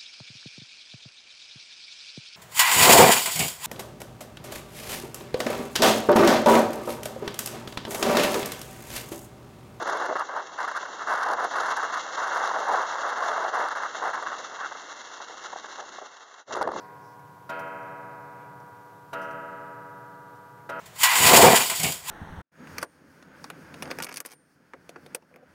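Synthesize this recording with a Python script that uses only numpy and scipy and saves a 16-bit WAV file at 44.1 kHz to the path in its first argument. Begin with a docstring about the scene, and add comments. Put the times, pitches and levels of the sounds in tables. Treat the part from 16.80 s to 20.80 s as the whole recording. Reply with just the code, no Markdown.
"""A coiled wire gong is already ringing: an antique wall clock is striking the hour in a quiet room,
close to a single microphone. Three more hammer blows land, each with a crack and a knock of the
wooden case, and the coil rings in close pairs of modes that beat. The strike train clicks faintly
between blows. Behind the clock lie a few soft rustles, a low room rumble and a hiss."""
import sys
import numpy as np
from scipy import signal
from scipy.fft import rfft, irfft
from scipy.io import wavfile

SR = 44100
rng = np.random.default_rng(int(sys.argv[2]) if len(sys.argv) > 2 else 0)


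def transcribe(u):
    """Save the signal u as a 16-bit wav file named by the first command-line argument.

    u: samples, shape (n,) or (channels, n), limited to [-1, 1]; the rate is SR.
    q: integer samples, one column per channel.
    """
    v = np.clip(np.atleast_2d(u).T, -1, 1)
    q = np.round(v * 32767).astype(np.int16)
    wavfile.write(sys.argv[1], SR, q)


N = 176400
T = np.arange(N) / SR

# spectra of the room's rumble and hiss: f/Hz, relative level/dB
RUMBLE_SPECTRUM = [(25,-42),(45,-42),(62,-33),(80,-20),(100,-7),(122,0),(148,-1),(168,-12),(210,-18),(400,-30),(1000,-60)]
HISS_SPECTRUM = [(60,-30),(200,-1),(450,1),(800,-2),(1200,-5),(2000,-13.5),(3200,-18.5),(6000,-21),(9000,-23),(11000,-22.5),(12700,-18.5),(14000,-23),(15700,-23.5)]
RUMBLE_DB, RUMBLE_WAVER_DB, HISS_DB = -57.8, .8, -58.5
# spectrum of a faint hiss that swells with each blow and fades: f/Hz, relative level/dB
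BLOW_HISS_SPECTRUM = [(300,-12),(900,0),(1700,-2),(2400,-8),(3100,-10),(3800,-19),(6000,-21),(10500,-28),(12600,-17),(14500,-28)]
BLOW_HISS_DB, BLOW_HISS_T60_S = -57, 2.6
# soft rustles and dull bumps: middle t/s, half length/s, centre f/Hz, level/dB
RUSTLE_SWELLS = [(.01,.05,4700,-67),(.27,.08,5300,-70),(.15,.12,450,-57),(.08,.12,1800,-65),(1.64,.05,520,-56),(1.62,.07,2300,-66),
                 (1.73,.08,135,-53),(3.33,.04,140,-53),(3.80,.03,2000,-67)]
RUSTLE_OCTAVES, RUSTLE_SKIRT_DB = .25, 8  # half width; extra fall one octave out

# clicks of the strike train and escapement: t/s, body level/dB, metal level/dB, metal t60/s
TRAIN_CLICKS = [(.392,-53,-68,.05),(.792,-40.5,-53,.055),(.875,-53,-69,.06),(1.026,-57,-66,.06),(1.80,-56,-65,.05),(2.095,-61,-71,.06),
                (2.415,-45,-58.5,.2),(2.508,-46,-61.5,.06),(3.552,-62,-69,.15),(3.992,-47,-54,.06)]
# spectra of a click's hollow body and metallic edge: f/Hz, relative level/dB
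CLICK_BODY_SPECTRUM = [(300,-25),(750,-14),(900,-4),(1110,0),(1250,-14),(2200,-20),(3500,-35)]
CLICK_METAL_SPECTRUM = [(2000,-12),(3800,-9),(4900,-2),(5400,-3),(5850,7),(6500,-5),(8000,-9),(10000,-6),(15500,-12)]
CLICK_BODY_T60_S, CLICK_ATTACK_S = .13, .002

# hammer blows: t/s, gain/dB, treble gain/dB, then gain/dB in each of ZONES_HZ, set by the contact point
HAMMER_BLOWS = [(-1.0, -1.5, 5, 6.5, 11, -9, -7), (.691, -.3, 4, 3, 3.5, -2.5, -5),
                (2.328, .3, -3, -4, -4.5, 2, 7), (3.890, -.5, -.5, -4.5, -5, 3, -1)]
ZONES_HZ, ZONE_OCTAVES = (755, 1072, 1230, 2850), .08
TREBLE_FROM_HZ, TREBLE_FULL_HZ = 1950, 2150
CONTACT_S = .006  # the hammer stops the old ring as it starts the new
# spectrum of the hammer's metallic crack: f/Hz, relative level/dB
CRACK_SPECTRUM = [(800,-10),(2000,0),(3200,-2),(3550,-6),(3780,4),(4000,1),(4250,-8),(6000,-4),(7000,-7),(9500,-13),(12000,-8),(13500,-14),(15500,-18)]
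CRACK_DB, CRACK_HOLD_S, CRACK_T60_S = -47, .006, .045
# spectrum of the wooden case under a blow: f/Hz, relative level/dB
CASE_SPECTRUM = [(100,-32),(220,-11),(400,-4),(540,1),(720,-5),(900,4),(1000,-3),(1120,-2),(1250,-6),(1500,-3),(1850,-6),(2150,-13),(3000,-19),(4500,-33),(9000,-45)]
CASE_DB, CASE_T60_S = -36.8, .12
ROOM_DB, ROOM_T60_S = -49, .7  # the same knock lingering in case and room

# modes of the coil: f/Hz, level/dB before the blow's gains, t60/s
COIL_MODES = [(147.8,-54,9),(180.2,-56,8.8),(186.9,-57,12),(234.2,-54,2.7),(289.5,-49.5,7),(342.5,-61,5),(352.4,-55,3),(412.5,-50.5,6.6),
              (488,-45.5,6.5),(499.1,-50,1.8),(569.1,-44.5,3.1),(580.7,-46,3.8),(655.6,-39,2.7),(668.2,-50.3,6.1),(747.4,-49.7,5.6),(761.1,-57,4.7),
              (844,-52.5,9),(858.8,-50,7.1),(946.3,-58,9),(962.8,-37.8,7.3),(1054.8,-59,8),(1071.9,-48.5,5.4),(1167,-53,8),(1186,-49.5,10),
              (1283.6,-41,4),(1304.6,-45.3,3.5),(1407.1,-35.5,1.35),(1428.8,-45.5,6.9),(1533.7,-45,2.9),(1558.5,-49.6,7.2),(1665.1,-46.5,3.4),
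              (1692.7,-53.5,5.9),(1800,-61.5,2.4),(1830.2,-61,4.4),(1940.5,-51,2.7),(1973.7,-55.5,5.4),(2086.4,-59.5,1.9),(2123,-55,2.9),(2237.8,-61,2.2),
              (2277.5,-64,4.2),(2394.4,-61,1.9),(2437.1,-60,3.5),(2554.7,-54,1.7),(2600.8,-57.5,2.5),(2718.9,-59,1.1),(2768.5,-58,1.8),
              (2887,-61,1),(2939.8,-63,2.2),(3115.9,-58,1.45),(3296,-65,.7),(4480,-70,.8)]
ZING_FROM_HZ, ZING_STEP_HZ, ZING_DB, ZING_FALL_DB_PER_MODE, ZING_T60_S = 3470, 108, -69, .6, .45


def amp(db):
    """Decibels to gain."""
    return 10 ** (np.asarray(db) / 20)


def noise(spectrum):
    """Noise of rms 1, shaped by points of f/Hz, relative level/dB."""
    hz, db = np.array(spectrum).T
    bins_hz = np.maximum(np.fft.rfftfreq(N, 1 / SR), 1)
    gain = amp(np.interp(np.log(bins_hz), np.log(hz), db))
    shaped = irfft(rfft(rng.standard_normal(N)) * gain, N)
    return shaped / shaped.std()


def ramp(start, length):
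    """A straight rise from 0 to 1."""
    return np.clip((T - start) / length, 0, 1)


def ring(start, attack, t60, hold=0):
    """An envelope that rises, holds, then falls 60 dB in t60 seconds."""
    return ramp(start, attack) * np.exp(-np.log(1000) * np.maximum(T - start - attack - hold, 0) / t60)


def room_tone():
    """The quiet room behind the clock: a wavering low rumble and a steady hiss."""
    waver = noise([(1, 0), (5, 0), (15, -40), (60, -120)])
    rumble = amp(RUMBLE_DB + RUMBLE_WAVER_DB * waver) * noise(RUMBLE_SPECTRUM)
    return rumble + amp(HISS_DB) * noise(HISS_SPECTRUM)


def hiss_after_blows():
    """A faint hiss that swells with each blow and fades."""
    envelope = sum(amp(db) * ring(start, CONTACT_S, BLOW_HISS_T60_S) for start, db, *_ in HAMMER_BLOWS)
    return amp(BLOW_HISS_DB) * noise(BLOW_HISS_SPECTRUM) * envelope


def rustles():
    """Faint swells of narrow noise, like something brushing or shifting near the microphone."""
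    octaves = np.linspace(-2, 2, 41)
    shape_db = -20 * np.log10(1 + (octaves / RUSTLE_OCTAVES) ** 2) - RUSTLE_SKIRT_DB * octaves ** 2
    out = np.zeros(N)
    for middle, half_length, hz, db in RUSTLE_SWELLS:
        swell = np.exp(-((T - middle) / half_length) ** 2)
        out += amp(db) * swell * noise(np.c_[hz * 2 ** octaves, shape_db])
    return out


def strike_train():
    """Inside the clock, levers and pins drop with a hollow body and a thin metallic edge."""
    body, metal = noise(CLICK_BODY_SPECTRUM), noise(CLICK_METAL_SPECTRUM)
    out = np.zeros(N)
    for start, body_db, metal_db, metal_t60 in TRAIN_CLICKS:
        out += amp(body_db) * body * ring(start, CLICK_ATTACK_S, CLICK_BODY_T60_S)
        out += amp(metal_db) * metal * ring(start, CLICK_ATTACK_S, metal_t60)
    return out


def hammer():
    """The hammer lands with a metallic crack and a knock of the case that lingers in the room."""
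    metal, wood, room = noise(CRACK_SPECTRUM), noise(CASE_SPECTRUM), noise(CASE_SPECTRUM)
    out = np.zeros(N)
    for start, blow_db, *_ in HAMMER_BLOWS:
        crack = amp(CRACK_DB) * metal * ring(start, CONTACT_S, CRACK_T60_S, CRACK_HOLD_S)
        knock = amp(CASE_DB) * wood * ring(start, CONTACT_S, CASE_T60_S)
        tail = amp(ROOM_DB) * room * ring(start, CONTACT_S, ROOM_T60_S)
        out += amp(blow_db) * (crack + knock + tail)
    return out


def coil_zing():
    """The coil's faint top modes, almost evenly spaced, die away just after each blow."""
    modes = np.arange(17)
    hz = ZING_FROM_HZ + ZING_STEP_HZ * (modes + rng.uniform(-.3, .3, len(modes)))
    gains = amp(ZING_DB - ZING_FALL_DB_PER_MODE * modes)
    phases = rng.uniform(0, 2 * np.pi, len(modes))
    tone = sum(gain * np.sin(2 * np.pi * f * T + phase) for f, gain, phase in zip(hz, gains, phases))
    envelope = sum(amp(db + treble_db) * ring(start, CONTACT_S, ZING_T60_S)
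                   for start, db, treble_db, *_ in HAMMER_BLOWS)
    return tone * envelope


def coil_gong():
    """Close up, each blow sets the coil's paired modes ringing and beating until the hammer lands again."""
    hz, mode_db, t60s = np.array(COIL_MODES).T
    zones = np.exp(-.5 * (np.log2(hz[:, None] / np.array(ZONES_HZ)) / ZONE_OCTAVES) ** 2)
    treble = np.interp(hz, [TREBLE_FROM_HZ, TREBLE_FULL_HZ], [0, 1])
    ends = [start for start, *_ in HAMMER_BLOWS[1:]] + [N / SR]
    out = np.zeros(N)
    for (start, blow_db, treble_db, *zone_db), end in zip(HAMMER_BLOWS, ends):
        gate = ramp(start, CONTACT_S) * (1 - ramp(end, CONTACT_S))
        live = gate > 0
        age = T[live] - start
        gains = amp(mode_db + blow_db + treble * treble_db + zones @ np.array(zone_db))
        phases = rng.uniform(0, 2 * np.pi, len(hz))
        for f, gain, t60, phase in zip(hz, gains, t60s, phases):
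            envelope = gate[live] * np.exp(-np.log(1000) * age / t60)
            out[live] += gain * envelope * np.sin(2 * np.pi * f * age + phase)
    return out


def scene():
    """The clock close to one microphone, the room behind it."""
    coil = coil_gong() + coil_zing()
    return (coil + hiss_after_blows() + hammer() + strike_train() + rustles() + room_tone())[None]


def record(dry, top_hz=15750):
    """The recorder cuts the top steeply."""
    return signal.sosfilt(signal.ellip(12, .1, 80, top_hz, fs=SR, output="sos"), dry)


dry = scene()
out = record(dry)
transcribe(out)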